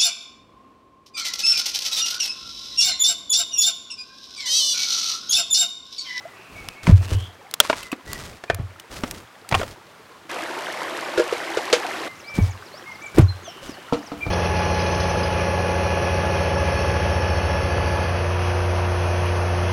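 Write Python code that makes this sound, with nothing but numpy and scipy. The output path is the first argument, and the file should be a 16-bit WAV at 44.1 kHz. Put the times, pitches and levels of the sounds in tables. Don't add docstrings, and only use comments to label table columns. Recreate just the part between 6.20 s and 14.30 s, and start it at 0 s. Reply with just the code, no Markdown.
import sys
import numpy as np
from scipy import signal
from scipy.fft import rfft, irfft
from scipy.io import wavfile
from scipy.ndimage import uniform_filter1d

SR = 44100
rng = np.random.default_rng(int(sys.argv[2]) if len(sys.argv) > 2 else 0)


def wav_record(signal):
    frames = np.transpose(np.atleast_2d(signal))
    bounded = np.clip(frames, -1, 1)
    quanta = np.round(bounded * 32767).astype(np.int16)
    wavfile.write(sys.argv[1], SR, quanta)


N = 357210
TIME = np.arange(N) / SR
AGE = TIME[:SR // 2]


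# (time [s], relative thump level [dB], thump pitch [Hz], ground boom level [dB])
FOOTSTEPS = [(.677, -9, 166, -36), (.694, -3.5, 152, 0), (0.92, -14, 85, -12), (2.304, -27.5, 150, -25),
             (2.397, -19, 108, -24.5), (3.323, -18, 124.5, -22), (6.186, -9, 181, -8.5),
             (6.983, -1, 350, -20), (6.994, -1.5, 129, -7), (7.493, -23.5, 290, -51),
             (8.063, -20.5, 108, -19.5)]
def boots():
    out = np.zeros(N)
    boom = ringing([(89.4, 0.96, 0.29), (106.3, -2.6, 0.27)])
    boom = boom / np.abs(boom).max()
    weight = ringing([(51, -12.5, 0.32)])
    for s, thump_db, hz, boom_db in FOOTSTEPS:
        thump = -np.sin(2 * np.pi * hz * AGE) * fade(7 / hz) * (1 - np.exp(-AGE * hz * 4))
        grit = crunch(0.13) * (1 - np.exp(-AGE * 100))
        grit = hit_one(filtered(grit, [130, 400], "band", order=1))
        add(out, s, from_db(thump_db + 7.5) * thump + from_db(boom_db) * weight)
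        add(out, s - .012, from_db(thump_db - 14) * filtered(grit, 2850, "low"))
        add(out, s + .025, from_db(boom_db) * boom)
    return out


# (time [s], level [dB], pitch [Hz], fade time [s], crack compared with ring [dB])
TWIG_SNAPS = [(0.487, -30, 2970, 0.004, -7), (1.312, -39.5, 3360, 0.013, 14), (1.339, -23, 3400, 0.016, 14),
              (1.4014, 2, 3257, 0.0083, -2), (1.629, -35.5, 2660, 0.045, -2),
              (1.717, -28.5, 2560, 0.057, -8), (1.932, -29, 4000, 0.0023, -16),
              (2.346, -33.5, 3950, 0.012, 28), (2.598, -39, 3000, 0.023, 5),
              (2.911, -30.5, 4300, 0.013, 26), (3.290, -34.5, 2640, 0.023, 10),
              (3.349, -22.5, 3000, 0.015, -14), (6.984, -28.5, 2350, 0.049, 5)]
# (pitch [x snap pitch], level [dB], fade time [x snap fade time])
TWIG_TONES = [(.42, -9, 1), (1, 0, 1), (1.15, 0, .6), (1.8, -12, .9), (3.1, -11, .8)]
def twigs():
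    out = np.zeros(N)
    for s, db, hz, fade_s, crack_db in TWIG_SNAPS:
        tones = [(hz * ratio, level, fade_s * share) for ratio, level, share in TWIG_TONES]
        ends = struck(tones, contact_s=.007, chatter=.9)
        crack = hit_one(filtered(crunch(fade_s), [900, 10000], "band", order=1))
        add(out, s, from_db(db) * hit_one(ends + from_db(crack_db) * crack))
    return out


# (time [s], level [dB], lowest pitch [Hz], bark compared with ring [dB])
BRANCH_KNOCKS = [(0.669, -23.5, 945, -12), (1.402, -20, 606, 4.5), (1.449, -29.5, 1110, -35),
                 (1.498, -12.5, 650, -45), (1.529, -23, 1000, -31), (1.728, -25, 283, -36),
                 (2.238, -35, 690, -6.5), (2.299, -14.5, 686, -45), (2.836, -22.5, 257, -12),
                 (3.313, -26, 764, -9), (3.324, -17, 907, -26), (3.343, -16.5, 1080, -22),
                 (3.35, -19.5, 746, -9), (3.396, -26, 440, -32), (3.414, -26, 640, -22),
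                 (3.431, -27.5, 540, -11.5)]
# (pitch [x lowest pitch], level [dB], fade time [s])
BRANCH_TONES = [(1, 4, 0.037), (1.62, -9, .03), (2.2, -2.5, 0.031), (2.56, -6, 0.034), (3.8, -30.5, .02)]
def branches():
    out = np.zeros(N)
    for s, db, hz, bark_db in BRANCH_KNOCKS:
        tones = [(hz * ratio, level, fade_s) for ratio, level, fade_s in BRANCH_TONES]
        wood = struck(tones, contact_s=.018, chatter=.5)
        thud = hit_one(filtered(crunch(.045), [200, 1900], "band"))
        bark = hit_one(filtered(crunch(.032), [1400, 5500], "band"))
        add(out, s, from_db(db) * (wood + from_db(-2.5) * thud + from_db(bark_db) * bark))
    return out


# (time [s], level [dB], scrape compared with ring [dB])
KETTLE_BUMPS = [(4.974, -12.5, -12), (4.993, -11, -15), (5.123, -18, -10), (5.369, -16, -9),
                (5.526, -8, -1.5)]
# (pitch [Hz], level [dB], fade time [s])
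HELD_TONES = [(349, -2.5, 0.086), (485, 7, 0.051), (623, -5.5, 0.094), (1426, -9.5, 0.068),
              (1670, -10, 0.046), (3000, -26, 0.011)]
# (time [s], level [dB], grit compared with ring [dB])
STONE_HITS = [(7.724, -13, -24), (7.732, -27, -3), (7.917, -24, -17.5), (8.064, -25.5, -14)]
# (pitch [Hz], level [dB], fade time [s])
FULL_TONES = [(199, 2.5, 0.044), (294.5, 0, 0.12), (467, 1, 0.068), (680, -2, 0.069), (880, 3.5, 0.013),
              (1290, 0.5, 0.022)]
def kettle():
    out = np.zeros(N)
    soft_start = 1 - np.exp(-(AGE / 0.002) ** 2)
    for s, db, scrape_db in KETTLE_BUMPS:
        scrape = filtered(crunch(0.12), [900, 4200], "band", order=1)
        scrape = hit_one(filtered(scrape, 6900, "low"))
        body = struck(HELD_TONES, contact_s=0.036, chatter=1.7)
        add(out, s, from_db(db) * hit_one(soft_start * (body + from_db(scrape_db) * scrape)))
    for s, db, grit_db in STONE_HITS:
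        grit = hit_one(filtered(crunch(0.14), [1500, 4500], "band"))
        body = struck(FULL_TONES, contact_s=0.21, chatter=0.94)
        add(out, s, from_db(db) * (body + from_db(grit_db) * grit))
    return out


# (time [s], length [s], leaf level [dB], soil level [dB])
LEAF_SHUFFLES = [(0.295, 0.28, -48.5, -44.5), (0.63, 0.12, -35, -38.5), (0.754, 0.35, -41, -40),
                 (0.891, 0.097, -41, -43), (1.425, .27, -37, -47), (1.852, 0.34, -40.5, -38.5),
                 (2.695, 0.37, -42.5, -38), (3.303, 0.25, -39, -36), (6.139, 0.17, -42, -36),
                 (6.944, 0.087, -39, -33.5), (7.418, 0.15, -44, -43.5), (7.966, 0.23, -67, -42)]
# (frequency [Hz], relative level [dB])
LEAF_COLOUR = [(300, -16.5), (1200, 7), (3000, 3), (5000, 2), (9000, -4.5), (15000, -18.5)]
SOIL_COLOUR = [(35, -4.5), (90, -3), (200, -10), (500, -11.5), (3000, -37.5)]
def forest_floor():
    leaf_gain, soil_gain = np.zeros((2, N))
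    for s, length, leaves_db, soil_db in LEAF_SHUFFLES:
        progress = np.linspace(0, 1, int(length * SR))
        swell = np.abs(np.sin(np.pi * progress ** .55)) ** .6
        add(leaf_gain, s, from_db(leaves_db) * swell)
        add(soil_gain, s, from_db(soil_db) * swell)
    cracks = rng.random(N) < 6000 * from_db(6 * drift(60)) / SR
    leaves = coloured(clicks(cracks, spread_db=4.6, cap=5.5), LEAF_COLOUR)
    soil = coloured(rng.standard_normal(N), SOIL_COLOUR)
    return leaf_gain * leaves + soil_gain * soil


# (time [s], level [dB])
CASCADE_LEVEL = [(4.08, -91.5), (4.095, -30.5), (5.88, -29), (5.895, -65)]
BROOK_LEVEL = [(0, -45.5), (1.05, -47), (1.15, -48), (5.8, -46.5), (5.9, -43), (8.1, -42.5)]
# (frequency [Hz], relative level [dB])
CASCADE_COLOUR = [(59, -37), (100, -17), (171, -7), (331, 0), (418, -5.5), (615, 0.5), (2030, -1.5),
                  (11700, -23), (15100, -32.5), (16500, -55)]
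BROOK_COLOUR = [(21, -74.5), (35, -38), (93, -13.5), (503, -17), (684, -16), (1140, -14), (2010, -18.5),
                (2950, -22.5), (16000, -41)]
# (time [s], starting pitch [Hz], level [dB])
BIG_BUBBLES = [(.053, 637, -24.5), (7.277, 643, -24.5)]
def stream():
    brook = water(bubbles_per_s=900, spread_db=6.0, spray=3.5, colour=BROOK_COLOUR)
    brook *= from_db(curve(BROOK_LEVEL))
    cascade = water(bubbles_per_s=1400, spread_db=3.0, spray=1.46, colour=CASCADE_COLOUR)
    cascade *= from_db(curve(CASCADE_LEVEL))
    for s, hz, db in BIG_BUBBLES:
        add(brook, s, from_db(db) * bubble(hz, cycles=43, rise=0.35))
    return brook + cascade


def water(bubbles_per_s, spread_db, spray, colour):
    bubbles = np.zeros(N)
    for when, smallness, strength in rng.random((int(bubbles_per_s * N / SR), 3)):
        hz = 300 * 20 ** smallness
        loudness = from_db(spread_db * min(-np.log(1 - strength), 4)) * np.sqrt(hz)
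        add(bubbles, when * N / SR, loudness * bubble(hz, cycles=27.3, rise=0.28))
    drops = clicks(rng.random(N) < 600 / SR, spread_db=5.0, cap=4.5)
    ticks = from_db(-0.5) * rms_one(filtered(drops, [4000, 14000], "band"))
    return coloured(rms_one(bubbles) + spray * rng.standard_normal(N) + ticks, colour)


def bubble(hz, cycles, rise):
    life = AGE[:int(cycles / hz * SR)] * hz / cycles
    tone = np.sin(2 * np.pi * cycles * (life + rise * life ** 2 / 2))
    return tone * np.exp(-np.log(1000) * life) * (1 - np.exp(-life * cycles))


# (time [s], length [s], middle pitch [Hz], level
# [dB])
ARCHED_WHISTLES = [(0, 0.16, 2020, -48), (0.349, 0.09, 2255, -40), (0.554, .11, 2220, -42.5),
                   (1.572, 0.14, 2060, -44), (1.871, 0.11, 1970, -40), (2.278, .06, 2446, -41),
                   (5.872, .08, 2080, -41), (6.042, 0.2, 2335, -35.5), (6.653, .09, 2150, -37.5),
                   (6.816, 0.079, 2330, -36), (7.078, 0.055, 4156, -33.5), (8.007, 0.044, 2380, -27)]
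# (time [s], length [s], start pitch [Hz], end pitch [Hz])
HIGH_SLIDES = [(6.038, 0.079, 3850, 6070), (6.216, .05, 6600, 4400), (6.517, .085, 3900, 6100),
               (7.24, 0.072, 3630, 2950), (7.226, 0.097, 6800, 5100), (7.46, 0.1, 6700, 4140)]
CHIRP_TIMES = [5.986, 6.305, 6.453, 6.734, 6.854, 7.021, 7.767, 7.856]
def near_birds():
    out = np.zeros(N)
    for s, length, hz, db in ARCHED_WHISTLES:
        add(out, s, from_db(db) * whistle(length, .975 * hz, hz, .94 * hz))
    for s, length, start_hz, end_hz in HIGH_SLIDES:
        add(out, s, from_db(-44) * whistle(length, start_hz, np.sqrt(start_hz * end_hz), end_hz))
    for s, shift in zip(CHIRP_TIMES, rng.normal(0, 0.78, len(CHIRP_TIMES))):
        pitches = np.array([7100, 5600, 4500]) * from_db(shift)
        add(out, s - .04, from_db(-49.5) * whistle(.03, *pitches[::-1]))
        add(out, s, from_db(-47) * whistle(0.033, *pitches))
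    return out * from_db(3.2 * drift(90))


def whistle(length, start_hz, middle_hz, end_hz):
    progress = np.linspace(0, 1, int(length * SR))
    hz = np.polyval(np.polyfit([0, .5, 1], [start_hz, middle_hz, end_hz], 2), progress)
    return np.sqrt(np.abs(np.sin(np.pi * progress))) * np.sin(2 * np.pi * np.cumsum(hz) / SR)


# (time [s], pitch [Hz], level [dB])
FAR_PHRASES = [
    [(.15, 2615, -48.5), (.78, 2463, -51), (1.03, 3250, -38.5), (1.085, 3370, -47)],
    [(7.26, 2950, -44.5), (8.0, 2950, -57)],
]
def far_bird():
    out = np.zeros(N)
    for phrase in FAR_PHRASES:
        blur = rms_one(filtered(rng.standard_normal(N), 154, "low"))
        singing = (TIME > phrase[0][0]) & (TIME < phrase[-1][0])
        loudness = uniform_filter1d(1. * singing, size=800) * from_db(curve(phrase, column=2))
        out += loudness * blur * np.sin(2 * np.pi * np.cumsum(curve(phrase)) / SR)
    return out


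def forest_echo(x, fade_s, echo_db):
    tail = filtered(crunch(fade_s), 3000, "low", order=1) * (1 - np.exp(-AGE / 0.01))
    return x + from_db(echo_db) * signal.fftconvolve(x, tail / np.sqrt(np.sum(tail ** 2)))[:N]


def struck(tones, contact_s, chatter):
    ring = ringing(tones)
    rattle = signal.fftconvolve(crunch(contact_s), ring)[:len(AGE)]
    return hit_one(hit_one(ring) + chatter * hit_one(rattle))


def ringing(tones):
    return sum((-1) ** k * from_db(db) * np.sin(2 * np.pi * hz * AGE) * fade(fade_s)
               for k, (hz, db, fade_s) in enumerate(tones))


def crunch(fade_s):
    return rng.standard_normal(len(AGE)) * fade(fade_s)


def fade(fade_s):
    return from_db(-60 * AGE / fade_s)


def clicks(where, spread_db, cap):
    return where * rng.choice([-1, 1], N) * from_db(spread_db * np.minimum(rng.exponential(1, N), cap))


def coloured(x, colour):
    hz, db = np.transpose(colour)
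    bins_hz = np.maximum(np.arange(N // 2 + 1) * SR / N, 1)
    gain = from_db(np.interp(np.log(bins_hz), np.log(hz), db)) * np.minimum(bins_hz / hz[0], 1)
    return rms_one(irfft(rfft(x) * gain, N))


def drift(turns_per_s):
    points = rng.standard_normal(int(N / SR * turns_per_s) + 2)
    return rms_one(np.interp(TIME * turns_per_s, np.arange(len(points)), points))


def filtered(x, hz, kind, order=2):
    return signal.sosfilt(signal.butter(order, hz, kind, fs=SR, output="sos"), x)


def curve(rows, column=1):
    rows = np.array(rows)
    return np.interp(TIME, rows[:, 0], rows[:, column])


def add(out, s, sound):
    i = max(0, round(s * SR))
    out[i:i + len(sound)] += sound[:max(0, N - i)]


def from_db(db):
    return 10 ** (np.asarray(db) / 20)


def rms_one(x):
    return x / np.sqrt(np.mean(x ** 2) + 1e-20)


def hit_one(x):
    return x / np.sqrt(np.sum(x ** 2) / (SR / 100))


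def scene():
    handling = forest_echo(branches() + kettle(), fade_s=.3, echo_db=-25)
    song = forest_echo(near_birds() + far_bird(), fade_s=.4, echo_db=-11)
    return (stream() + boots() + twigs() + forest_floor() + handling + song)[None]


def record(dry):
    treble_cut = signal.ellip(10, .1, 70, 16000, fs=SR, output="sos")
    return signal.sosfilt(treble_cut, np.clip(dry, -1, 1))


dry = scene()
out = record(dry)
wav_record(out)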